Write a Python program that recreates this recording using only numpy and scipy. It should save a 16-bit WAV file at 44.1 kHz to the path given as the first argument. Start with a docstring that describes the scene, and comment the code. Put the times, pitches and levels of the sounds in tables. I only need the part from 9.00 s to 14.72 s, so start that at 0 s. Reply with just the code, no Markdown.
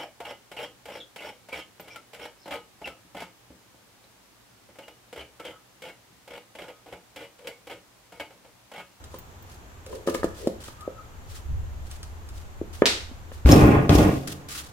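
"""A heavy cardboard box is moved in a garage, close to a hand-held microphone. First, cardboard
crackles, clothes rustle, and fingers knock and slip on the ringing panels; a thin tinkle sounds.
A sole squeaks on concrete. Air buffets the microphone during the carry, and a sharp snap excites the
room. Last, the box thuds onto a workbench and is shoved twice: the bench judders, the base rasps
over grit, a jogged steel tool clinks and the tinkle returns."""
import sys
import numpy as np
from scipy import signal
from scipy.fft import rfft, irfft
from scipy.io import wavfile
from scipy.ndimage import uniform_filter1d

SR = 44100
rng = np.random.default_rng(int(sys.argv[2]) if len(sys.argv) > 2 else 0)


def waveform_to_disk(signal):
    """Save audio, clipped to [-1, 1], as 16-bit WAV at the path in sys.argv[1]."""
    frames = np.transpose(np.atleast_2d(signal))
    scaled = np.clip(frames, -1, 1) * 32767
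    samples = np.round(scaled).astype(np.int16)
    wavfile.write(sys.argv[1], SR, samples)


N = 252463
TIME_S = np.arange(N) / SR
AGE_S = np.arange(SR * 6 // 10) / SR

# Stereo width. Each row: frequency in Hz, side minus mid in dB.
WIDTH_SPECTRUM = [(60, -12.5), (180, -20.5), (380, -7.5), (700, -2.5), (1300, 2), (3000, -0.5),
                  (15000, 1.5)]
# Garage reverberation. Each row: frequency in Hz, t60 in seconds.
GARAGE_DECAY = [(100, 0.35), (400, 0.36), (1500, 0.47), (4000, 0.39), (8000, 0.46), (15000, 0.34)]
# Source spectra. Each row: frequency in Hz, relative density in dB.
AIR_SPECTRUM = [(18, -29), (30, -23), (59, -2.5), (86, -0.5), (165, -12), (649, -17.5), (801, -16.5),
                (2170, -27.5), (3140, -29.5), (5170, -35.5), (6900, -31), (9710, -42.5), (12300, -36),
                (16000, -46)]
BUFFET_SPECTRUM = [(15, -8), (30, -9.5), (60, -3.5), (82, 0.5), (120, -18), (250, -34.5), (2000, -86)]
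RUSTLE_SPECTRUM = [(710, -33), (1200, -1.5), (2300, -5.5), (2830, -2.5), (4500, -3.5), (9010, -6.5),
                   (16000, -15)]
SNAP_SPECTRUM = [(88, -57), (150, -22), (270, 4.5), (303, -11), (334, 4.5), (383, -3.5), (545, -9.5),
                 (960, -13), (1060, -18), (1310, -13.5), (2650, -9.5), (3700, -6), (16000, -28)]
JUDDER_SPECTRUM = [(21, -46), (35, -15), (59, -12), (113, 1), (142, -3.5), (260, -4), (296, 3), (342, -6),
                   (450, -7), (505, -11), (801, -14), (952, -33.5), (1100, -19), (1430, -46), (2420, -120)]
SCRAPE_SPECTRUM = [(500, -32), (850, 2), (925, -8), (1070, 1.5), (2070, -7), (3060, -19), (3600, -29),
                   (4680, -56), (7920, -120)]
GRIT_SPECTRUM = [(1650, -22), (2800, 0), (4370, -6), (5130, -5.5), (11000, -11.5), (12200, -8.5),
                 (16000, -18)]
# Microphone jolts. Each row: start in seconds, level in dB.
MIC_JOLTS = [(1.15, -45.5), (2.45, -27.5), (3.31, -46)]
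# Cardboard and grit crackles. Each row: start in seconds, level in dB.
CRACKLES = [(0.04, -33), (0.186, -36.5), (0.425, -49), (0.519, -47), (0.8626, -30), (1.0738, -31),
            (1.1454, -22.5), (1.2435, -23), (1.472, -25.5), (1.638, -32), (1.8086, -33), (2.913, -29.5),
            (3.03, -26), (3.2889, -34)]
# Clothes and hands brushing the box. Each row: start in seconds, rise in seconds, level in dB.
BRUSH_STROKES = [(0.10, 0.043, -55), (0.46, 0.066, -57), (0.865, 0.085, -52), (1.064, 0.01, -41.5),
                 (1.138, 0.0081, -43), (1.228, 0.0052, -49), (1.342, 0.081, -47), (1.60, 0.064, -46.5),
                 (2.27, 0.092, -49.5), (2.83, 0.11, -54.5), (3.33, 0.043, -54), (3.726, 0.01, -46.5),
                 (4.319, .016, -52), (5.271, 0.0027, -37), (5.484, 0.096, -37)]
# Blows on the box. Each row: start in seconds, level in dB, favoured pitch in Hz, roll-off in dB/octave.
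PANEL_KNOCKS = [(0.141, -26.5, 620, 7), (0.865, -36.5, 530, 32), (0.928, -27, 480, 3), (1.074, -10, 500, 5),
                (1.085, -10.5, 520, 3.5), (1.147, -13, 480, 1), (1.231, -12, 810, 10),
                (1.243, -8, 378, 7.5), (1.249, -17.5, 295, 12), (1.472, -6.5, 285, 9),
                (1.683, -28, 1000, 6.5), (1.877, -17, 475, 18), (3.614, -17.5, 322, 37),
                (3.820, 2.5, 370, 1), (4.113, -36, 250, 25), (4.317, -28, 700, 0)]
# Panel, bench and tool modes. Each row: frequency in Hz, level in dB, base t60 in seconds.
PANEL_MODES = [(192, -16, 0.031), (252.7, -7.5, 0.054), (346, 0, 0.032), (427, -1.5, 0.032),
               (516.4, -6, 0.047), (1008, -6, 0.023), (1220, -6.5, 0.024), (1715, -6, 0.018),
               (2160, -11, 0.014), (3000, 2, 0.006)]
BENCH_MODES = [(96.8, -11, 0.47), (138.4, -2, 0.73), (163, -0.5, 0.24), (190.7, 0, 0.37),
               (250.4, -2.5, 0.32), (299.8, 4.5, 0.24), (393, -1, 0.18), (432, 2.5, 0.082),
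               (542, -2.5, 0.14), (584, -9, 0.18), (688, -3.5, 0.1), (809, -11.5, 0.091),
               (1110, -16, 0.023)]
TOOL_MODES = [(3300, -10, 0.08), (5020, -4, 0.05), (5390, 3, 0.04), (6360, 0, 0.036), (7000, -2, .035),
              (10170, -14, .06), (11900, -3, 0.03), (12306, -21, .42)]
# High tinkles. Each row: start in seconds, level in dB.
HIGH_TINKLES = [(0.187, -37), (0.425, -47), (4.665, -37), (5.08, -45)]
# Finger drags. Each row: start in seconds, level in dB.
FINGER_RUBS = [(0.876, -35), (1.053, -30.5), (1.385, -36.5)]
# Sole twists. Each row: crest in seconds, pitch in Hz, level in dB, rise and fade constant in seconds.
SOLE_SQUEAKS = [(1.843, 1261, -41, 0.032), (1.997, 1304, -44.5, 0.017)]
# Box landing and rocking. Each row: start in seconds, level in dB, pitch in Hz, t60 in seconds.
LANDING_THUDS = [(4.45, -4.5, 63.8, 0.21), (4.489, -9, 146, 0.15), (4.626, -10.5, 66, 0.14),
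                 (4.891, -8.5, 91, 0.13), (4.941, -13, 63.5, 0.5)]
# Edges striking the bench top. Each row: start in seconds, level in dB.
EDGE_BUMPS = [(4.459, -13.5), (4.491, -9.5), (4.894, -5)]
# Pushes. Each row: start in seconds, rise in seconds, swell in dB, end in seconds, level in dB.
BOX_SHOVES = [(4.457, 0.044, 10, 4.78, -12), (4.89, 0.06, 2.5, 5.076, -15)]
# Tool strikes. Each row: start in seconds, level in dB.
TOOL_CLINKS = [(4.515, -14), (4.521, -9), (4.608, -27), (4.953, -19), (5.030, -28)]


def from_db(db):
    """Decibels to gain."""
    return 10 ** (np.asarray(db) / 20)


def unit_rms(x):
    """Scale to unit power."""
    return x / np.sqrt(np.mean(x ** 2) + 1e-20)


def unit_peak(x):
    """Scale to unit peak."""
    return x / np.max(np.abs(x))


def at_hz(points, hz):
    """Interpolate a table over log frequency."""
    points_hz, values = np.array(points).T
    return np.interp(np.log(hz + 1e-3), np.log(points_hz), values)


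def butter(x, hz, kind, order=2):
    """Butterworth filter."""
    return signal.sosfilt(signal.butter(order, hz, kind, fs=SR, output="sos"), x)


def convolve(x, response):
    """Apply an impulse response; keep the input length."""
    full = signal.oaconvolve(np.atleast_2d(x), np.atleast_2d(response), axes=1)
    return full[:, :np.shape(x)[-1]].squeeze()


def pulse(spectrum, size=4096):
    """Minimum-phase pulse with this spectrum."""
    bins_hz = np.arange(size // 2 + 1) * SR / size
    cepstrum = irfft(np.log(from_db(at_hz(spectrum, bins_hz))))
    cepstrum[1:size // 2] *= 2
    return irfft(np.exp(rfft(cepstrum[:size // 2], size)))


def add(track, start_s, sound):
    """Mix a sound into a track."""
    start = int(start_s * SR)
    track[start:start + len(sound)] += sound[:N - start]


def drift(rate_hz):
    """Random wander, unit RMS."""
    knots = rng.standard_normal(int(N / SR * rate_hz) + 2)
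    return unit_rms(np.interp(TIME_S * rate_hz, np.arange(len(knots)), knots))


def grains(per_s, spread_db):
    """Two streams of random clicks of uneven size."""
    clicks = np.zeros((2, N))
    hit = rng.random((2, N)) < per_s / SR
    draw = rng.uniform(-1, 1, (2, N))[hit]
    clicks[hit] = np.sign(draw) * from_db(spread_db * np.minimum(-np.log(np.abs(draw)), 4))
    return clicks


def stroke(start_s, rise_s, swell_db, fall_db_per_s, onset_s=0.004):
    """Gain of one movement: catch, swell, decay."""
    age_s = TIME_S - start_s
    rising_db = swell_db * np.clip(1 - age_s / rise_s, 0, 1)
    falling_db = fall_db_per_s * np.maximum(age_s - rise_s, 0)
    return np.clip(age_s / onset_s, 0, 1) * from_db(-rising_db - falling_db)


def ring(modes, uneven_db=0):
    """Decaying modes after one blow, with optional level scatter."""
    return sum(from_db(db + uneven_db * rng.normal() - 60 * AGE_S / t60_s)
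               * np.sin(2 * np.pi * hz * AGE_S) for hz, db, t60_s in modes)


def left_right(mid, side):
    """Mid and side to stereo: narrow bass, wide treble."""
    return mid + convolve(side, pulse(WIDTH_SPECTRUM)) * [[1], [-1]]


def wide(pair, response):
    """Two independent streams through one body, normalised, as stereo."""
    mid, side = map(unit_rms, convolve(pair, response))
    return left_right(mid, side)


def garage(build_s=0.0033, early_s=0.0082):
    """Room response: strong early reflections, then a tail decaying band by band."""
    noise = left_right(*rng.standard_normal((2, len(AGE_S))))
    edges_hz = np.geomspace(70, 17000, 9)
    tail = np.zeros_like(noise)
    for k, (low_hz, high_hz) in enumerate(zip(edges_hz, edges_hz[1:])):
        t60_s = at_hz(GARAGE_DECAY, np.sqrt(low_hz * high_hz))
        tail += (-1) ** k * butter(noise, [low_hz, high_hz], "band") * from_db(-60 * AGE_S / t60_s)
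    envelope = (1 - np.exp(-AGE_S / build_s)) * (1 + np.exp(-AGE_S / early_s))
    return unit_rms(tail * envelope) / np.sqrt(len(AGE_S))


def place(x, room, wet_db, lag_ms, pan_db):
    """Direct sound plus room; positive lag and pan lean left."""
    direct = np.array([x, np.interp(TIME_S - lag_ms / 1000, TIME_S, x)])
    return direct * from_db([[pan_db / 2], [-pan_db / 2]]) + from_db(wet_db) * convolve(x, room)


def garage_air(level_db=-49):
    """Steady, bass-heavy room noise."""
    return from_db(level_db) * wide(rng.standard_normal((2, N)), pulse(AIR_SPECTRUM))


def mic_buffet(walk_from_s=2.14, walk_to_s=4.45, walk_db=-41.5, still_db=-50.5):
    """Eddies rumble on the moving microphone, some shared, some local to each port."""
    shared, *local = convolve(rng.standard_normal((3, N)), pulse(BUFFET_SPECTRUM))
    walking = uniform_filter1d(1.0 * ((TIME_S > walk_from_s) & (TIME_S < walk_to_s)), size=SR // 10)
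    jolts = sum(from_db(db) * stroke(start_s, rise_s=0.064, swell_db=16, fall_db_per_s=54)
                for start_s, db in MIC_JOLTS)
    motion = from_db(still_db + (walk_db - still_db) * walking) + jolts
    return motion * unit_rms(shared + from_db(0.5) * np.array(local))


def crackles(room, fade_s=0.0066):
    """Brief clusters of tiny fractures in cardboard and grit."""
    track = np.zeros(N)
    colour, age_s = pulse(RUSTLE_SPECTRUM), AGE_S[:SR // 20]
    for start_s, db in CRACKLES:
        fractures = rng.standard_normal(len(age_s)) ** 3 * np.exp(-age_s / fade_s)
        add(track, start_s, from_db(db) * unit_peak(convolve(fractures, colour)))
    return from_db(2) * place(track, room, wet_db=-7, lag_ms=-0.11, pan_db=1)


def rustle():
    """Clothes and hands brush the box: dense fibre contacts in clumps."""
    effort = sum(from_db(db) * stroke(start_s, rise_s, swell_db=10.5, fall_db_per_s=195)
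                 for start_s, rise_s, db in BRUSH_STROKES)
    clumps = from_db(2.4 * drift(rate_hz=110))
    return effort * clumps * wide(grains(per_s=6000, spread_db=1.5), pulse(RUSTLE_SPECTRUM))


def knocks(room, contact_s=0.0017, grip_s=1.2):
    """Each blow favours some panel modes by where it lands; the grip shortens the ring."""
    track = np.zeros(N)
    for start_s, db, favoured_hz, db_per_octave in PANEL_KNOCKS:
        t60_scale = 1.4 if start_s < grip_s else 0.71
        modes = [(hz, mode_db - db_per_octave * abs(np.log2(hz / favoured_hz)), t60_s * t60_scale)
                 for hz, mode_db, t60_s in PANEL_MODES]
        blow = ring(modes, uneven_db=2.5) * (1 - np.exp(-AGE_S / contact_s))
        radiated = butter(blow, 176, "high")   # small panels radiate little bass
        add(track, start_s, from_db(db) * unit_peak(radiated))
    return place(track, room, wet_db=-6.5, lag_ms=0.12, pan_db=0.5)


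def tinkles(room, pitch_hz=14970, t60_s=0.051):
    """Something tiny rings at the top of hearing."""
    track = np.zeros(N)
    for start_s, db in HIGH_TINKLES:
        add(track, start_s, ring([(pitch_hz, db, t60_s)]))
    return place(track, room, wet_db=-9, lag_ms=0, pan_db=5)


def finger_rub():
    """Skin sticks and slips on cardboard, ringing the panel."""
    panel = butter(ring(PANEL_MODES), [400, 620], "band")
    pressure = sum(from_db(db) * stroke(start_s, rise_s=0.062, swell_db=18, fall_db_per_s=172)
                   for start_s, db in FINGER_RUBS)
    return pressure * wide(grains(per_s=340, spread_db=0.5), panel)


def sole_squeak(room, glide_hz_per_s=800):
    """Twisting rubber sticks and slips on concrete at an unsteady, rising rate."""
    tone = np.zeros(N)
    jitter = 1 + 0.0333 * drift(rate_hz=500)
    for crest_s, hz, db, fade_s in SOLE_SQUEAKS:
        slip_hz = (hz + glide_hz_per_s * (TIME_S - crest_s)) * jitter
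        envelope = from_db(db) * np.exp(-np.abs(TIME_S - crest_s) / fade_s)
        tone += envelope * np.sin(2 * np.pi * np.cumsum(slip_hz) / SR)
    flutter = from_db(3.6 * drift(rate_hz=90))
    return place(tone * flutter, room, wet_db=-3, lag_ms=0.033, pan_db=8.5)


def snap(room, start_s=3.8573):
    """One very short crack excites the whole room."""
    track = np.zeros(N)
    crack = butter(pulse(SNAP_SPECTRUM), [650, 9000], "band", order=1)
    add(track, start_s, from_db(2.5) * unit_peak(crack))
    return place(track, room, wet_db=4.5, lag_ms=-0.039, pan_db=-3)


def landing(room, contact_s=0.0047, crunch_s=0.0014, damping_s=0.069):
    """The weight bounces on the bench frame; the edges strike its top."""
    frame, top = np.zeros((2, N))
    for start_s, db, hz, t60_s in LANDING_THUDS:
        thud = ring([(hz, 0, t60_s)]) * (1 - np.exp(-AGE_S / contact_s))
        add(frame, start_s, -from_db(db) * unit_peak(thud))
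    for start_s, db in EDGE_BUMPS:
        burst = rng.standard_normal(len(AGE_S)) * np.exp(-AGE_S / crunch_s)
        crunch = butter(burst, [900, 4200], "band")
        thump = ring(BENCH_MODES, uneven_db=5.5) * np.exp(-AGE_S / damping_s)
        add(top, start_s, from_db(db) * (unit_peak(thump) + from_db(-5) * unit_peak(crunch)))
    return frame * from_db([[0.7], [-0.7]]) + place(top, room, wet_db=-5, lag_ms=0.087, pan_db=2.5)


def shove_envelopes(stop_db_per_s=127, settle_db=-12.5, settle_db_per_s=38):
    """Force sags, drops after the push, then lingers as the load settles; loose grit soon clears."""
    force, loose_grit = np.zeros((2, N))
    for start_s, rise_s, swell_db, end_s, db in BOX_SHOVES:
        coast_s = np.maximum(TIME_S - end_s, 0)
        slowing_db = np.maximum(-stop_db_per_s * coast_s, settle_db - settle_db_per_s * coast_s)
        push = stroke(start_s, rise_s, swell_db, fall_db_per_s=12)
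        force = np.maximum(force, from_db(db + slowing_db) * push)
        loose_grit += from_db(db) * stroke(start_s, rise_s, swell_db=13.5, fall_db_per_s=75.5)
    return force, loose_grit


def slide(judder_db=-1.5, ringing_db=-4, scrape_db=-13, grit_db=-18):
    """Uneven slips shake box and bench; the corrugated base rasps over grit."""
    force, loose_grit = shove_envelopes()
    judder = from_db(judder_db) * force * wide(grains(per_s=450, spread_db=1.1), pulse(JUDDER_SPECTRUM))
    slips = force * unit_rms(grains(per_s=250, spread_db=2.5))
    bench = unit_rms(ring(BENCH_MODES)) / np.sqrt(len(AGE_S))
    ringing = from_db(ringing_db) * left_right(*convolve(slips, bench))
    dense_modes = rng.standard_normal(len(AGE_S)) * np.exp(-AGE_S / 0.0051)
    full_box = convolve(dense_modes, pulse(SCRAPE_SPECTRUM))
    contact = force ** 2 / (force + 0.8 * loose_grit + 1e-9)   # grit holds the base off the bench
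    scrape = from_db(scrape_db) * contact * wide(grains(per_s=1800, spread_db=2.5), full_box)
    grit = from_db(grit_db) * loose_grit * wide(grains(per_s=7000, spread_db=3.5), pulse(GRIT_SPECTRUM))
    catching = from_db(1.2 * drift(rate_hz=80))
    return ringing + catching * (judder + scrape + grit)


def tool_clinks(room):
    """The jogged steel tool rings briefly."""
    track = np.zeros(N)
    for start_s, db in TOOL_CLINKS:
        add(track, start_s, from_db(db) * unit_peak(ring(TOOL_MODES, uneven_db=4)))
    return from_db(3) * place(track, room, wet_db=-14, lag_ms=-0.03, pan_db=1)


def scene():
    """Grip, carry, set down and shove, in one room."""
    room = garage()
    handling = knocks(room) + finger_rub() + crackles(room) + rustle()
    carrying = snap(room) + sole_squeak(room)
    on_bench = landing(room) + slide() + tool_clinks(room)
    return handling + carrying + on_bench + tinkles(room) + garage_air() + mic_buffet()


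def record(dry, cutoff_hz=15900):
    """Clip at full scale, then low-pass steeply."""
    lowpass = signal.ellip(10, 0.1, 90, cutoff_hz, fs=SR, output="sos")
    return signal.sosfilt(lowpass, np.clip(dry, -1, 1))


dry = scene()
out = record(dry)
waveform_to_disk(out)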